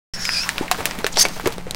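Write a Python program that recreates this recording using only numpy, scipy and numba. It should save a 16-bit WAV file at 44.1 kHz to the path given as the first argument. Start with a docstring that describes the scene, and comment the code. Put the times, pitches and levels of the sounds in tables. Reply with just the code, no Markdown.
"""On wet concrete, a car tyre rolls slowly over a row of plastic soda bottles capped with balloons.
Gas squeals through a stretched rubber neck, the bottles crack and thump as they fold, and one bursts in
a hissing spurt. Grit crunches under the tread and soda spatters on the ground, over a bed of idling
engine and a little wind on the microphone."""
import sys
import numpy as np
from scipy import signal
from scipy.fft import rfft, irfft
from scipy.io import wavfile
from scipy.ndimage import uniform_filter1d
from numba import njit

SR = 44100
rng = np.random.default_rng(int(sys.argv[2]) if len(sys.argv) > 2 else 0)


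def store_wav(level_fs):
    """Save 16-bit WAV to argv[1]."""
    pcm = np.round(np.clip(np.atleast_2d(level_fs), -1, 1) * 32767)
    wavfile.write(sys.argv[1], SR, pcm.T.astype(np.int16))


N = 77175
START_S, TOP_HZ = .1365, 15800

# Bottle walls cracking. Each row: start in seconds, ring pitch in Hz, five EQ gains in dB
# (one per band of CRACK_EQ_HZ), tail level in dB against the snap.
WALL_CRACKS = [(0.2531, 2270, -4, -8, 1.5, 6, -5.5, 1.5), (0.2918, 2500, -4, 11.5, 25, -8, -9, -18),
               (0.434, 2647, -9, -4, 7, -14, -21, 0.5), (0.4911, 1810, -14, 9, 14, 13, 0.5, -5),
               (0.5818, 1360, 1, 9.5, 13, 3.5, -4, -4.5), (0.6809, 1870, -13, -1, 1.5, -11.5, -31, -1.5),
               (0.714, 1040, 8, 16, 17, 17, 11.5, -3.5), (0.745, 1350, -15, 1, 1, -12, -22, 3),
               (0.8062, 650, 10, 7.5, 2, -15, -11, -4), (0.8558, 1790, 19, 9.5, 15, 16.5, 13, -6),
               (0.911, 1920, 0, 3.5, 2, 0, -22, -3), (0.9885, 300, 2, -7, -2, -11, -9, 3.5),
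               (1.0444, 1430, 26, 5.5, 15, 10.5, -10, -7.5), (1.0659, 1760, 11.5, 11, 10.5, 6.5, 5, -0.5),
               (1.1717, 750, 16.5, 17, 11.5, 17, -12, -3), (1.2526, 2320, 19.5, 13, 10, 9, 0.5, -1),
               (1.2854, 4500, -3, -25, -6, -5, -10, 0), (1.3647, 700, -1.5, -7, -8, -37, -19, 5.5),
               (1.3983, 1620, 1, 7.5, 6, -32, -11, -2.5), (1.4586, 616, 11, 1.5, 3, -3.5, -16, 8.5),
               (1.4736, 430, 15, 12.5, 2.5, 2, 3.5, -3.5), (1.5045, 1980, 5, 1, -14, -16, -16, -5),
               (1.582, 3760, 14.5, -2, 4, -4.5, -20, -13), (1.6678, 540, -1, -17, -10, -28, -38, 1.5),
               (1.7099, 3920, 11.5, -2, -1, 3, -5, -6), (1.747, 946, 18, 9, 3, 1, -6, -16)]
# The bands of the crack EQ in Hz, low to high.
CRACK_EQ_HZ = [400, 1050, 2300, 5300, 11500]
# Shells ringing after the hardest cracks. Each row: start in seconds, pitch in Hz, level in dB,
# attack and decay in seconds.
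SHELL_MODES = [(.7142, 1675, -22, .0005, 0.009), (.7142, 2640, -13, 0.00027, 0.0034),
               (.7142, 4030, -12.5, 0.00027, 0.0024), (.8554, 2720, -15, .0003, 0.0026),
               (1.0444, 2980, -25, 0.00038, .003), (1.2522, 2265, -11, 0.00044, 0.006),
               (1.2522, 2520, -8, 0.00043, 0.0024)]
# Hollow thumps of bottles and filled balloons. Each row reads as in SHELL_MODES.
HOLLOW_THUMPS = [(0.6101, 313, -2.5, 0.0011, .0025), (.628, 860, -21, .001, 0.0066),
                 (.7145, 734, -11, 0.0013, 0.008), (.7145, 1064, -22.5, 0.0012, 0.014),
                 (.785, 460, -18, 0.0031, 0.0099), (0.796, 87.5, -20, 0.0036, 0.0095),
                 (0.985, 230, -15.5, 0.0017, 0.0049), (1.0443, 446, -5, 0.00021, 0.0026),
                 (1.167, 620, -11.5, 0.0025, 0.0088), (1.172, 954, -18.5, 0.0028, 0.011),
                 (1.44, 310, -15, .002, 0.0041), (1.458, 111, -22, 0.0013, 0.015),
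                 (1.461, 375, -4, 0.0015, 0.0055), (1.473, 461, -13.5, 0.0014, 0.011),
                 (1.6675, 506, -25, 0.00044, 0.0088)]
# The burst's envelope. Each row: time in seconds, jet level in dB, spray level in dB.
BURST_LEVELS = [(1.11, -71, -69), (1.14, -55, -48), (1.165, -51, -43), (1.182, -19.5, -25.5),
                (1.198, -10.5, -11.5), (1.205, -24, -15), (1.213, -5, -16), (1.23, -21, -13.5),
                (1.24, -24, -41), (1.275, -45, -47), (1.36, -47, -45), (1.42, -66, -77)]
# The jet's resonances at the height of the burst. Each row: centre in Hz, width in Hz, relative dB.
JET_RESONANCES = [(4470, 60, -3), (4825, 280, 2), (5430, 200, 0), (5900, 160, -1), (6250, 180, 4.5),
                  (9000, 700, -7), (3260, 240, -11), (1880, 780, -7)]
# Spits of gas ahead of the burst. Each row: peak time in seconds, centre in Hz, level in dB.
GAS_SPITS = [(1.129, 6500, -30.5), (1.143, 4200, -33), (1.163, 3600, -25)]
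# The neck's squeal and the falling whistle below it. Each row: time in seconds, pitch in Hz, level in dB.
SQUEAL_PATH = [(.137, 5380, -28.5), (.15, 5400, -29.5), (.163, 5343, -35), (.187, 5380, -44),
               (.2, 5400, -32.5), (.235, 5380, -28.5), (.27, 5065, -30), (.3, 5040, -29.5),
               (.33, 5080, -24), (.35, 5042, -25), (.366, 4860, -25), (.387, 4873, -23.5), (.41, 5080, -27),
               (.436, 5500, -30.5), (.452, 5460, -35), (.47, 5270, -49), (.5, 5500, -110)]
LOW_WHISTLE_PATH = [(.137, 1740, -42), (.22, 1680, -36), (.3, 1580, -33.5), (.4, 1510, -39),
                    (.47, 1160, -32.5), (.53, 1000, -41), (.58, 1000, -110)]
# One faint high whistle: peak time in seconds, half-width in seconds, pitch in Hz, level in dB.
HIGH_WHISTLE = (.22, .028, 6700, -39)
# Fader moves for the grinding tread and the spattering soda. Each row: time in seconds, level in dB.
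TREAD_LEVELS = [(.137, -45), (.35, -40.5), (.5, -40.5), (.56, -34), (.63, -30.5), (.69, -38.5),
                (.74, -28.5), (.77, -36.5), (.8, -29), (.84, -32.5), (1.02, -35), (1.11, -39), (1.27, -29),
                (1.33, -40), (1.42, -43), (1.47, -29), (1.53, -37.5), (1.64, -41), (1.75, -41.5)]
SODA_LEVELS = [(.137, -42.5), (.25, -38), (.5, -33.5), (.56, -39.5), (.69, -43.5), (.735, -39.5),
               (.77, -34), (.84, -41), (.875, -35), (.94, -40.5), (1.08, -43.5), (1.11, -41), (1.28, -42),
               (1.36, -37), (1.45, -39), (1.51, -58), (1.523, -30), (1.55, -45), (1.68, -55), (1.75, -58)]
# The idling engine's partials. Each row: pitch in Hz, level in dB.
ENGINE_PARTIALS = [(178.8, -44), (127, -49.5), (51, -50.5), (394, -70), (452.6, -57)]
# EQ curves for soda spray, escaping gas, tread, droplets and wind.
# Each row: frequency in Hz, relative gain in dB.
SPRAY_EQ = [(300, -21), (1000, -8), (2200, -7.5), (3500, -2.5), (5000, 8), (7000, 2.5), (10000, -1),
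            (13000, -7.5), (16000, -15)]
GAS_EQ = [(300, -33), (1000, -16), (2500, 4), (4500, 10), (7000, 6), (10000, 2), (13000, -18), (16000, -19)]
TREAD_EQ = [(120, -29), (250, -1), (450, -4), (800, -1), (1300, -7.5), (2200, -8.5), (4000, -18),
            (9000, -23), (16000, -39)]
DROPLET_EQ = [(400, -16.5), (1200, 5), (2500, 1.5), (4500, 2), (7000, -3.5), (11000, -8), (16000, -7)]
WIND_EQ = [(6, 5.5), (14, 0.5), (25, -4), (38, -12), (60, -19.5), (130, -15), (220, -15), (400, -34.5),
           (1500, -42), (8000, -73)]


def bottle_cracks(size=4096, snap_s=.00049, tail_s=.011):
    """A wall snaps through, flutters for a millisecond and rings; the sound scatters under the car."""
    out, t = np.zeros(N), np.arange(size) / SR
    for at, ring_hz, *band_db, tail_db in WALL_CRACKS:
        flutter = rng.standard_normal(size) * np.exp(-t / snap_s)
        tail = rng.standard_normal(size) * np.exp(-t / tail_s) * (1 - np.exp(-t / snap_s))
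        tail = signal.lfilter([1], [1, -.39], tail)  # the scattered sound is duller
        push = undb(3) * flutter / np.linalg.norm(flutter) + undb(tail_db) * tail / np.linalg.norm(tail)
        push[0] += 1  # the snap itself
        eq = [(90, band_db[0] - 40), *zip(CRACK_EQ_HZ, band_db), (TOP_HZ, band_db[-1] - 7)]
        body = colour(push, eq)
        ring = resonate(body, np.full(size, float(ring_hz)), width=295.)
        add(out, undb(-3.5) * body + undb(-1) * ring, at)
    return out


def bottle_modes(modes, size=6000):
    """Damped modes: filled bodies thump low for a few cycles, thin shells ring higher."""
    out, t = np.zeros(N), np.arange(size) / SR
    for at, hz, db, attack, decay in modes:
        envelope = (1 - np.exp(-t / attack)) * np.exp(-t / decay)
        add(out, undb(db) * envelope * np.sin(2 * np.pi * hz * t), at)
    return out


def bottle_burst(peak_s=1.213):
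    """Gas and soda sputter out of a burst bottle; the jet's resonances rise with the flow."""
    glide = 1 + 2.1 * np.clip(np.arange(N) / SR - peak_s, -.05, .008)
    jet = unit(sum(undb(db) * blown(hz * glide, width) for hz, width, db in JET_RESONANCES))
    spray = noise(SPRAY_EQ)
    sputter = undb(.77 * walk(600))
    return (jet * undb(curve(BURST_LEVELS)) + spray * undb(curve(BURST_LEVELS, column=2))) * sputter


def neck_squeal():
    """The rubber neck sings unsteadily in the escaping gas, with a rasp around its pitch and octave."""
    hz = curve(SQUEAL_PATH)
    waver = 1 + .0213 * walk(1500) + .00825 * walk(90)
    phase = 2 * np.pi * np.cumsum(hz * waver) / SR
    tone = unit(np.sin(phase) * undb(2.2 * walk(400)))
    rasp = undb(-1.5) * blown(hz, width=1050) + undb(-22) * blown(2 * hz, width=1050)
    air = undb(-7) * noise(GAS_EQ)
    voice = (tone + rasp + air) * undb(curve(SQUEAL_PATH, column=2))
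    # For a moment the neck also flaps, rough and an octave down.
    flap = unit(np.sin(phase / 2) * undb(6.5 * walk(320)) + blown(hz / 2, width=250))
    return voice + undb(-28.5) * swell(at=.38, half_width=.037) * flap


def gas_whistles():
    """Fainter, airy whistles of gas sit above and below the squeal."""
    at, half_width, hz, db = HIGH_WHISTLE
    high = undb(db) * swell(at, half_width) * blown(hz, width=420)
    low = undb(curve(LOW_WHISTLE_PATH, column=2)) * blown(curve(LOW_WHISTLE_PATH), width=670)
    return high + low


def gas_leaks():
    """Gas spits through the first splits in the plastic."""
    return sum(undb(db) * swell(at, half_width=.0041) * blown(hz, width=3200) for at, hz, db in GAS_SPITS)


def tread_crunch():
    """Grit and plastic crunch under the tread."""
    crunch = unit(colour(grains(per_second=2200, spread_db=2.5), TREAD_EQ))
    return crunch * undb(curve(TREAD_LEVELS) + 1.76 * walk(59.87))


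def soda_spatter():
    """Soda fizzes and its droplets land on the concrete."""
    drops = unit(colour(grains(per_second=9000, spread_db=5), DROPLET_EQ))
    return drops * undb(curve(SODA_LEVELS) + .4 * walk(90))


def engine_idle():
    """The engine hums at idle, its partials drifting together in pitch and apart in level."""
    engine_time = np.cumsum(1 + .0041 * walk(13)) / SR
    return sum(undb(db + 2 * walk(13.5)) * unit(np.sin(2 * np.pi * hz * engine_time))
               for hz, db in ENGINE_PARTIALS)


def wind():
    """Wind on the microphone makes a low rumble that slowly builds."""
    return noise(WIND_EQ, size=8192) * undb(-33.5 + 1.7 * np.arange(N) / SR)


def undb(db):
    """Decibels to gain."""
    return 10 ** (np.asarray(db) / 20)


def unit(x):
    """Scale to rms 1."""
    return x / np.sqrt(np.mean(x ** 2))


def curve(table, column=1):
    """One column of a table, joined by straight lines in time."""
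    rows = np.array(table)
    return np.interp(np.arange(N) / SR, rows[:, 0], rows[:, column])


def add(out, sound, at):
    """Mix a sound in at a time in seconds."""
    i = max(int(at * SR), 0)
    part = sound[:max(N - i, 0)]
    out[i:i + len(part)] += part


def swell(at, half_width):
    """A bell-shaped fade up and down around a moment, in seconds."""
    return np.exp(-((np.arange(N) / SR - at) / half_width) ** 2 / 2)


def walk(rate_hz):
    """Smooth random modulation at rms 1."""
    hold = max(int(SR / rate_hz), 1)
    steps = np.repeat(rng.standard_normal(N // hold + 1), hold)
    return unit(uniform_filter1d(steps, hold)[:N])


def colour(x, eq, size=1024):
    """Minimum-phase EQ through points of Hz and dB."""
    hz, db = np.array(eq).T
    bins_hz = np.maximum(np.fft.rfftfreq(size, 1 / SR), 1)
    gain = undb(np.interp(np.log(bins_hz), np.log(hz), db))
    cepstrum = irfft(np.log(gain))
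    cepstrum[1:size // 2] *= 2
    cepstrum[size // 2 + 1:] = 0
    return signal.fftconvolve(x, irfft(np.exp(rfft(cepstrum))))[:len(x)]


def noise(eq, size=1024):
    """Noise through an EQ curve, at rms 1."""
    return unit(colour(rng.standard_normal(N), eq, size))


@njit
def resonate(x, hz, width):
    """Sweepable band-pass with gain 1 at its centre; the width is in Hz."""
    out, band_state, low_state = np.empty(len(x)), 0., 0.
    for i in range(len(x)):
        tuning, damping = np.tan(np.pi * hz[i] / SR), width / hz[i]
        band = (band_state + tuning * (x[i] - low_state)) / (1 + tuning * (tuning + damping))
        band_state = 2 * band - band_state
        low_state += 2 * tuning * band
        out[i] = damping * band
    return out


def blown(hz, width):
    """Turbulence in a steep resonance, steady or gliding: noise band-passed twice."""
    centre = hz * np.ones(N)
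    once = resonate(rng.standard_normal(N), centre, float(width))
    return unit(resonate(once, centre, float(width)))


def grains(per_second, spread_db):
    """Random tiny impacts, a few far stronger than the rest."""
    sizes = undb(spread_db * np.minimum(rng.exponential(size=N), 4))
    return (rng.random(N) < per_second / SR) * sizes * rng.choice([-1, 1], N)


def scene():
    """The mono mix, heard from beside the wheel."""
    bottles = bottle_cracks() + bottle_modes(SHELL_MODES) + bottle_modes(HOLLOW_THUMPS)
    gas = neck_squeal() + gas_whistles() + gas_leaks() + bottle_burst()
    ground = tread_crunch() + soda_spatter()
    bed = engine_idle() + wind()
    return (bottles + gas + ground + bed)[None]


def record(dry):
    """The sound cuts in hard; the microphone rounds the loudest peaks and rolls off the top."""
    high_cut = signal.ellip(8, .1, 50, TOP_HZ, fs=SR, output="sos")
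    fade_in = np.clip((np.arange(N) / SR - START_S) / .001, 0, 1)
    live = signal.sosfilt(high_cut, dry) * fade_in
    rounded = live / (1 + (live / .74) ** 4) ** .25  # soft clip
    return signal.sosfiltfilt(high_cut, rounded)


dry = scene()
out = record(dry)
store_wav(out)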